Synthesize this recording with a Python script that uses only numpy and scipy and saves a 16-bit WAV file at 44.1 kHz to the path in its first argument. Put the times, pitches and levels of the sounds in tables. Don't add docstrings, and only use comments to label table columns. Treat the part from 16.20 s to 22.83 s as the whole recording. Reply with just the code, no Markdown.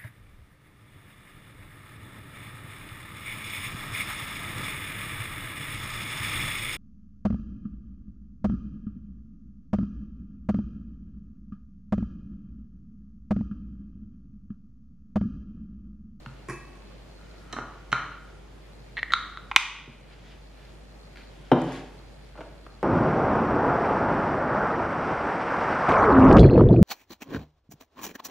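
import sys
import numpy as np
from scipy import signal
from scipy.io import wavfile
from scipy.ndimage import minimum_filter1d, map_coordinates

SR = 44100
rng = np.random.default_rng(int(sys.argv[2]) if len(sys.argv) > 2 else 0)


def int16_out(signal):
    q = np.round(np.clip(np.atleast_2d(signal).T, -1, 1) * 32767)
    wavfile.write(sys.argv[1], SR, q.astype(np.int16))


N = 292345

# (per Hz, relative)
AIR_COLOUR = [(40, -25.5), (62, -4.5), (100, -5.5), (150, -0.5), (200, -7.5), (320, -9), (630, -12.5),
              (1000, -19), (2000, -22), (4000, -28), (8000, -37), (12500, -45.5), (15500, -64)]
# pitch_hz, side_against_mid_db
AIR_WIDTH = [(60, -32), (150, -7), (380, -1.5), (950, -3.5), (2380, -2), (5980, -2), (15000, 4)]
# pitch_hz, time_to_fall_60_db_s
ROOM_FADES = [(100, 0.73), (400, 0.78), (1200, 0.73), (3000, 0.73), (6000, 0.62), (12000, 0.41)]
# pitch_hz, side_against_mid_db
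ROOM_WIDTH = [(100, -42), (400, -27.5), (1300, -15.5), (2400, -17.5), (4400, -4), (7000, 3.5), (10000, 13)]
# start_s, end_s
FOCUS_RUNS = [(0, 1.2), (2.42, 2.9), (3.7, 3.95), (4.196, 5.1), (5.776, 8.2)]
# peak_time_s, peak_db, fade_db_per_s
SOFT_SWELLS = [(3.93, -57, 140), (4.12, -49.5, 250), (4.38, -59.5, 53), (5.03, -63, 84), (5.281, -59, 100),
               (5.4, -47.5, 48), (5.56, -60.5, 126)]
# (per Hz, relative)
SWELL_COLOUR = [(500, -33.5), (1500, 2), (3000, 0.5), (5000, -9), (9000, -32.5), (15000, -58)]
# time_s, level_db
FINGER_SLIDE = [(.85, -90), (1.0, -62.5), (1.2, -65), (1.32, -56.5), (1.36, -67)]

# start_s, peak_db, contact_ms
TAPS = [(.285, -27.5, 8.8), (.297, -24, 10), (.308, -27, 36), (.555, -46, 22)]
BUZZES = [(5.417, -34.5, 2.3), (5.44, -36.5, 96), (5.52, -33, 31), (5.56, -39.5, 48)]
BANGS = [(5.316, -6, .1), (5.3185, -1.5, 0.081), (5.322, -9, 12), (5.334, -19, 44)]

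# start_s, peak_db, contact_ms, brightness_db_per_octave
THUMPS = [(.064, -33, 0.12, .6), (.288, -31.5, 6.4, .6), (1.386, -37, 3.2, .6), (1.720, -29.5, 4, .6),
          (3.676, -36, 27, 19)]
LIGHT_KNOCKS = [(.061, -29.5, 2.94, 1.5), (4.958, -37.5, 5, 10.5), (4.972, -34.5, 51, 8.5),
                (6.154, -40.5, 14, -7), (6.176, -36.5, 10, -4.5), (6.188, -31.5, 11, -11),
                (6.207, -29.5, 12, -7), (6.225, -41.5, 16.3, -10), (6.465, -36.5, 6.3, -4.5)]
KNOCKS = [(1.327, -26, 6.2, 9.5), (1.332, -27, 9.9, -8.5), (1.365, -24, 13.8, -6),
          (1.386, -22.5, 0.77, -11), (1.393, -32, 7.2, -9), (1.718, -26.5, 18, 6.5),
          (1.7275, -8.5, .1, 0.5), (1.734, -25.5, 11, -10)]
RATTLES = [(2.769, -22.5, 7.5, 4), (2.779, -20, 13, -1.5), (2.791, -24, 8, 7.5), (2.830, -12.5, .14, -2),
           (2.905, -24, 10, -3)]
TWISTS = [(2.9215, -16, .13, 3.5), (2.925, -25, 8.4, 7), (2.936, -1.6, .03, 1), (3.173, -24.5, .12, -1.5)]
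SNAPS = [(3.314, -15.5, 0.13, -3), (3.3618, 5, .1, 5)]

# pitch_hz, level_db, time_to_fall_60_db_s
HOUSING_TONES = [(3300, -13, .008), (4090, 1, .014), (4340, 4.5, 0.013)]
COUNTER_TONES = [(130, -8.5, 0.27), (229.3, -16, 0.13), (363, -28, 0.036)]
LIGHT_KNOCK_TONES = [(291, -11.5, 0.026), (407, 4, 0.0046), (592, -1.5, 0.028), (910, 4.5, 0.0052),
                     (1470, 6, 0.0081), (2470, 6, 0.0027), (3900, -11.5, 0.0055), (4370, -12, 0.0061)]
DOOR_TONES = [(134.7, -5, 0.11), (171.6, -5, 0.08), (203.4, -7.5, 0.079), (249, -1.5, 0.046),
              (335, -7, 0.071), (366.6, -2.5, 0.037), (483, -6.5, 0.007), (547, -5.5, 0.012),
              (608, 1.5, 0.02), (722, -11.5, 0.014), (720, -6, 0.024), (964, -0.5, 0.02),
              (1015, -3.5, 0.033), (1414, -9.5, 0.013), (1840, -11.5, 0.0057), (2280, -14.5, 0.0043),
              (3060, -18.5, 0.021), (3810, -26, 0.0097), (5400, -31, 0.0049)]
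BOWL_TONES = [(348, 5.5, 0.066), (626, -7, 0.05), (810, 4.5, 0.0068), (1095, 3.5, 0.073), (1390, -1, 0.014),
              (1640, -2, 0.057), (1893, -4.5, 0.037), (2050, -7, 0.042), (2354, -2, 0.026),
              (2590, -22.5, 0.84), (4460, -21, 0.027), (5630, -8, 0.0067), (6550, -13, 0.019),
              (7520, -9.5, 0.0057), (9160, -14, 0.017), (10560, -10.5, 0.0071)]
TUB_TONES = [(308, -19, 0.01), (600, -39, 0.018), (735, -3, 0.0038), (1124, 3.5, 0.0088), (1275, 2, 0.017),
             (1414, 1.5, 0.029), (1660, 5, 0.0035), (2170, -1.5, 0.0087), (2430, -8, 0.0083),
             (3100, -10, 0.0095), (3600, -19, 0.014), (4110, -13.5, 0.0088), (4700, -41, 0.008),
             (5800, -13, 0.0017)]
LOOSE_LID_TONES = [(1380, -31, 0.0027), (1892, 5.5, 0.015), (2270, -2.5, 0.013), (2664, -12, 0.0141),
                   (3507, -5.5, 0.0045), (4145, -12.5, 0.013), (6710, -39, .004)]
TWISTED_LID_TONES = [(1100, -5.5, 0.0081), (1368, -0.5, 0.019), (2120, -7.5, 0.0072), (3220, -9, 0.0049),
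                     (3806, -5.5, 0.01), (4250, -10, 0.0042), (6560, -23, 0.0026), (10990, -37, 0.0014)]
SHUT_LID_TONES = [(853, -3.5, 0.012), (1100, 0.5, 0.0101), (1410, -3.5, 0.014), (1590, -5, 0.0066),
                  (1784, -8.5, .008), (2040, 2, 0.006), (2485, -3.5, 0.019), (2894, -5.5, 0.0086),
                  (3585, -3.5, 0.0036), (4870, -18, 0.0057), (6000, -15, 0.002216), (8570, -28.5, .003),
                  (10500, -42.5, 0.00309), (11690, -33, .002), (14000, -27, 0.00119)]

EDGES_HZ = 40 * 2 ** np.arange(0, 9.1, .5)
AIR_DB, HUM_HZ, HUM_DB = -52, 49.6, -49.5
STEP_S, STEP_SHARE, STEP_DB = .01, .6, -57
SWELL_RISE_DB_S = 193
ROOM_CUT_HZ = 11000
LID_CUT_HZ = 230
SNAP_ECHO_MS, SNAP_ECHO_DB, SNAP_ECHO_HZ = 3.71, -3.5, 5100
TAP_BRIGHT, BUZZ_BRIGHT, DOOR_BRIGHT = 1.45, 4.2, 0.089
TAP_PAN_DB, BUZZ_PAN_DB, TUB_PAN_DB, LID_PAN_DB, DOOR_PAN_DB = -1.5, 3, -2.5, -0.8, 1.6
PORT_LAG_US_PER_DB = 14.5
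CHATTER_FADE_DB = 4
FULL_CHATTER_MS = 1.1
DUCK_FROM_DB, DUCK_HOLD_S, DUCK_RELEASE_DB_S, DUCK_ATTACK_S = 1, 0.11, 6.5, .004
CUTOFF_HZ = 15600


def from_db(db):
    return 10 ** (np.asarray(db) / 20)


def rms_one(x):
    return x / np.sqrt(np.mean(x ** 2) + 1e-20)


def level(rows):
    s, db = np.transpose(rows)
    return from_db(np.interp(np.arange(N) / SR, s, db, left=-200, right=-200))


def at_hz(points, hz):
    table = np.array(points)
    return np.interp(np.log(hz), np.log(table[:, 0]), table[:, 1])


def drift(rate_hz):
    r = np.exp(-80 * np.pi * rate_hz / SR)
    noise = rng.standard_normal(N // 40 + 2002)
    slow = signal.lfilter([1], [1, -2 * r, r * r], noise)[2000:]
    return np.interp(np.arange(N) / 40, np.arange(len(slow)), rms_one(slow))


def bands(size):
    white = rng.standard_normal((2, 2, size))
    tops = np.minimum(EDGES_HZ[1:], .45 * SR)
    for k, (low, high) in enumerate(zip(EDGES_HZ, tops)):
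        band = signal.butter(2, [low, high], "band", fs=SR, output="sos")
        yield np.sqrt(low * high), signal.sosfilt(band, white[k % 2])


def left_right(pair, side_db):
    return pair[0] + from_db(side_db) * pair[1] * [[1], [-1]]


def ring(force, tones, bright=0.):
    out = 0
    for k, (hz, level_db, t60) in enumerate(tones):
        r = from_db(-60 / (max(t60, 1e-3) * SR))
        w = 2 * np.pi * hz / SR
        gain = from_db(level_db + bright * np.log2(hz / 1500)) * (-1) ** k
        out = out + gain * signal.lfilter([0, np.sin(w)], [1, -2 * r * np.cos(w), r * r], force + 1e-18)
    return out


def air():
    together = .5 * drift(1.8)
    out = 0
    for hz, pair in bands(N):
        gain = from_db(at_hz(AIR_COLOUR, hz) + together + 1.06 * drift(8))
        out = out + gain * left_right(pair, at_hz(AIR_WIDTH, hz))
    phase = 2 * np.pi * np.cumsum(HUM_HZ + 0.36 * drift(2.5)) / SR
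    hum = from_db(HUM_DB + .5 * drift(12)) * np.sqrt(2) * np.sin(phase)
    return from_db(AIR_DB) * out / np.std(out.mean(axis=0)) + hum


def focus_motor():
    s = np.arange(0, N / SR - STEP_S, STEP_S)
    chance, size_db, jitter = rng.random(len(s)), rng.normal(0, 3.0, len(s)), rng.random(len(s))
    running = sum((s >= start) & (s < end) for start, end in FOCUS_RUNS)
    at = ((s + .3 * STEP_S * jitter) * SR).astype(int)
    steps = np.zeros(N)
    steps[at] = running * (chance < STEP_SHARE) * from_db(STEP_DB + size_db)
    return ring(steps, HOUSING_TONES) * [[1], [-1]]


def kitchen(x, size=SR):
    t = np.arange(size) / SR
    tail = 0
    for hz, pair in bands(size):
        fade = from_db(-60 * t / at_hz(ROOM_FADES, hz))
        tail = tail + fade * left_right(pair, at_hz(ROOM_WIDTH, hz))
    tail = tail * np.clip((t - .004) / 0.00076, 0, 1)
    tail = signal.sosfilt(signal.butter(4, ROOM_CUT_HZ, fs=SR, output="sos"), tail)
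    return signal.fftconvolve(x[None], tail / np.sqrt(np.sum(tail[0] ** 2)), axes=1)[:, :N]


def soft_swells():
    together, t = drift(3.9), np.arange(N) / SR
    out = 0
    for hz, pair in bands(N):
        out = out + from_db(at_hz(SWELL_COLOUR, hz) + 3.0 * together) * left_right(pair, -8.0)
    gain = 0
    for s, peak_db, fade_db in SOFT_SWELLS:
        drop_db = np.where(t < s, SWELL_RISE_DB_S * (s - t), fade_db * (t - s))
        gain = gain + from_db(peak_db - drop_db)
    return gain * rms_one(out)


def blows(contacts, tones, pan_db=0., bright=0., size=SR // 2):
    out, t = np.zeros((2, N + size)), np.arange(size) / SR
    chatter = rng.standard_normal((len(contacts), size))
    lag = pan_db * PORT_LAG_US_PER_DB * 1e-6 * SR
    for (s, peak_db, ms, *own_bright), grains in zip(contacts, chatter):
        part = t * 1000 / max(ms, .01)
        touching = part < 1
        fade = from_db(-CHATTER_FADE_DB * np.minimum(part, 1))
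        force = grains * touching * fade / np.sqrt(np.sum(touching))
        force = force * np.clip(ms / FULL_CHATTER_MS, 0, 2)
        force[0] = 1
        sound = ring(force, tones, bright + sum(own_bright))
        pair = np.array([map_coordinates(sound, [t * SR - max(side * lag, 0)], order=3) for side in (-1, 1)])
        at = round(s * SR)
        gain = from_db(peak_db + pan_db * np.array([[.5], [-.5]]))
        out[:, at:at + size] += pair / np.abs(sound).max() * gain
    return out[:, :N]


def counter():
    return blows(THUMPS, COUNTER_TONES)


def light_knocks():
    return blows(LIGHT_KNOCKS, LIGHT_KNOCK_TONES)


def cupboard_door():
    return blows(BANGS, DOOR_TONES, DOOR_PAN_DB, DOOR_BRIGHT)


def bowls():
    taps = blows(TAPS, BOWL_TONES, TAP_PAN_DB, TAP_BRIGHT)
    return taps + blows(BUZZES, BOWL_TONES, BUZZ_PAN_DB, BUZZ_BRIGHT)


def slide():
    slips = rng.standard_normal(N) * (rng.random(N) < 900 / SR)
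    return level(FINGER_SLIDE) * rms_one(ring(slips, TUB_TONES, bright=4.5))


def tub():
    return blows(KNOCKS, TUB_TONES, TUB_PAN_DB) + slide()


def lid(contacts, tones):
    thin = signal.butter(2, LID_CUT_HZ, "high", fs=SR, output="sos")
    return signal.sosfilt(thin, blows(contacts, tones, LID_PAN_DB))


def near_echo(x):
    lag = round(SNAP_ECHO_MS * SR / 1000)
    dull = signal.sosfilt(signal.butter(1, SNAP_ECHO_HZ, fs=SR, output="sos"), x)
    return from_db(SNAP_ECHO_DB) * np.pad(dull, ((0, 0), (lag, 0)))[:, :N]


def scene():
    snaps = lid(SNAPS, SHUT_LID_TONES)
    things = [(counter(), -6), (light_knocks(), -1.5), (cupboard_door(), -1.5), (bowls(), -2.5), (tub(), 0.6),
              (lid(RATTLES, LOOSE_LID_TONES), -8), (lid(TWISTS, TWISTED_LID_TONES), -5), (snaps, -4)]
    direct = near_echo(snaps) + sum(sound for sound, room_db in things)
    to_walls = sum(from_db(room_db) * sound.mean(axis=0) for sound, room_db in things)
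    low_cut = signal.butter(4, 105, "high", fs=SR, output="sos")
    struck = signal.sosfilt(low_cut, direct + kitchen(to_walls))
    return air() + focus_motor() + soft_swells() + struck


def record(dry):
    peak_db = 20 * np.log10(np.abs(dry).max(axis=0) + 1e-9)
    over_db = np.maximum(peak_db - DUCK_FROM_DB, 0)
    hold = int(DUCK_HOLD_S * SR) // 2 * 2 + 1
    held = -minimum_filter1d(-over_db, hold, origin=hold // 2, mode="constant")
    creep = DUCK_RELEASE_DB_S * np.arange(N) / SR
    duck_db = np.maximum.accumulate(held + creep) - creep
    r = np.exp(-1 / (DUCK_ATTACK_S * SR))
    ducked = dry * from_db(-signal.lfilter([1 - r], [1, -r], duck_db))
    top_cut = signal.cheby2(12, 60, CUTOFF_HZ, fs=SR, output="sos")
    return signal.sosfilt(top_cut, np.clip(ducked, -1, 1))


dry = scene()
out = record(dry)
int16_out(out)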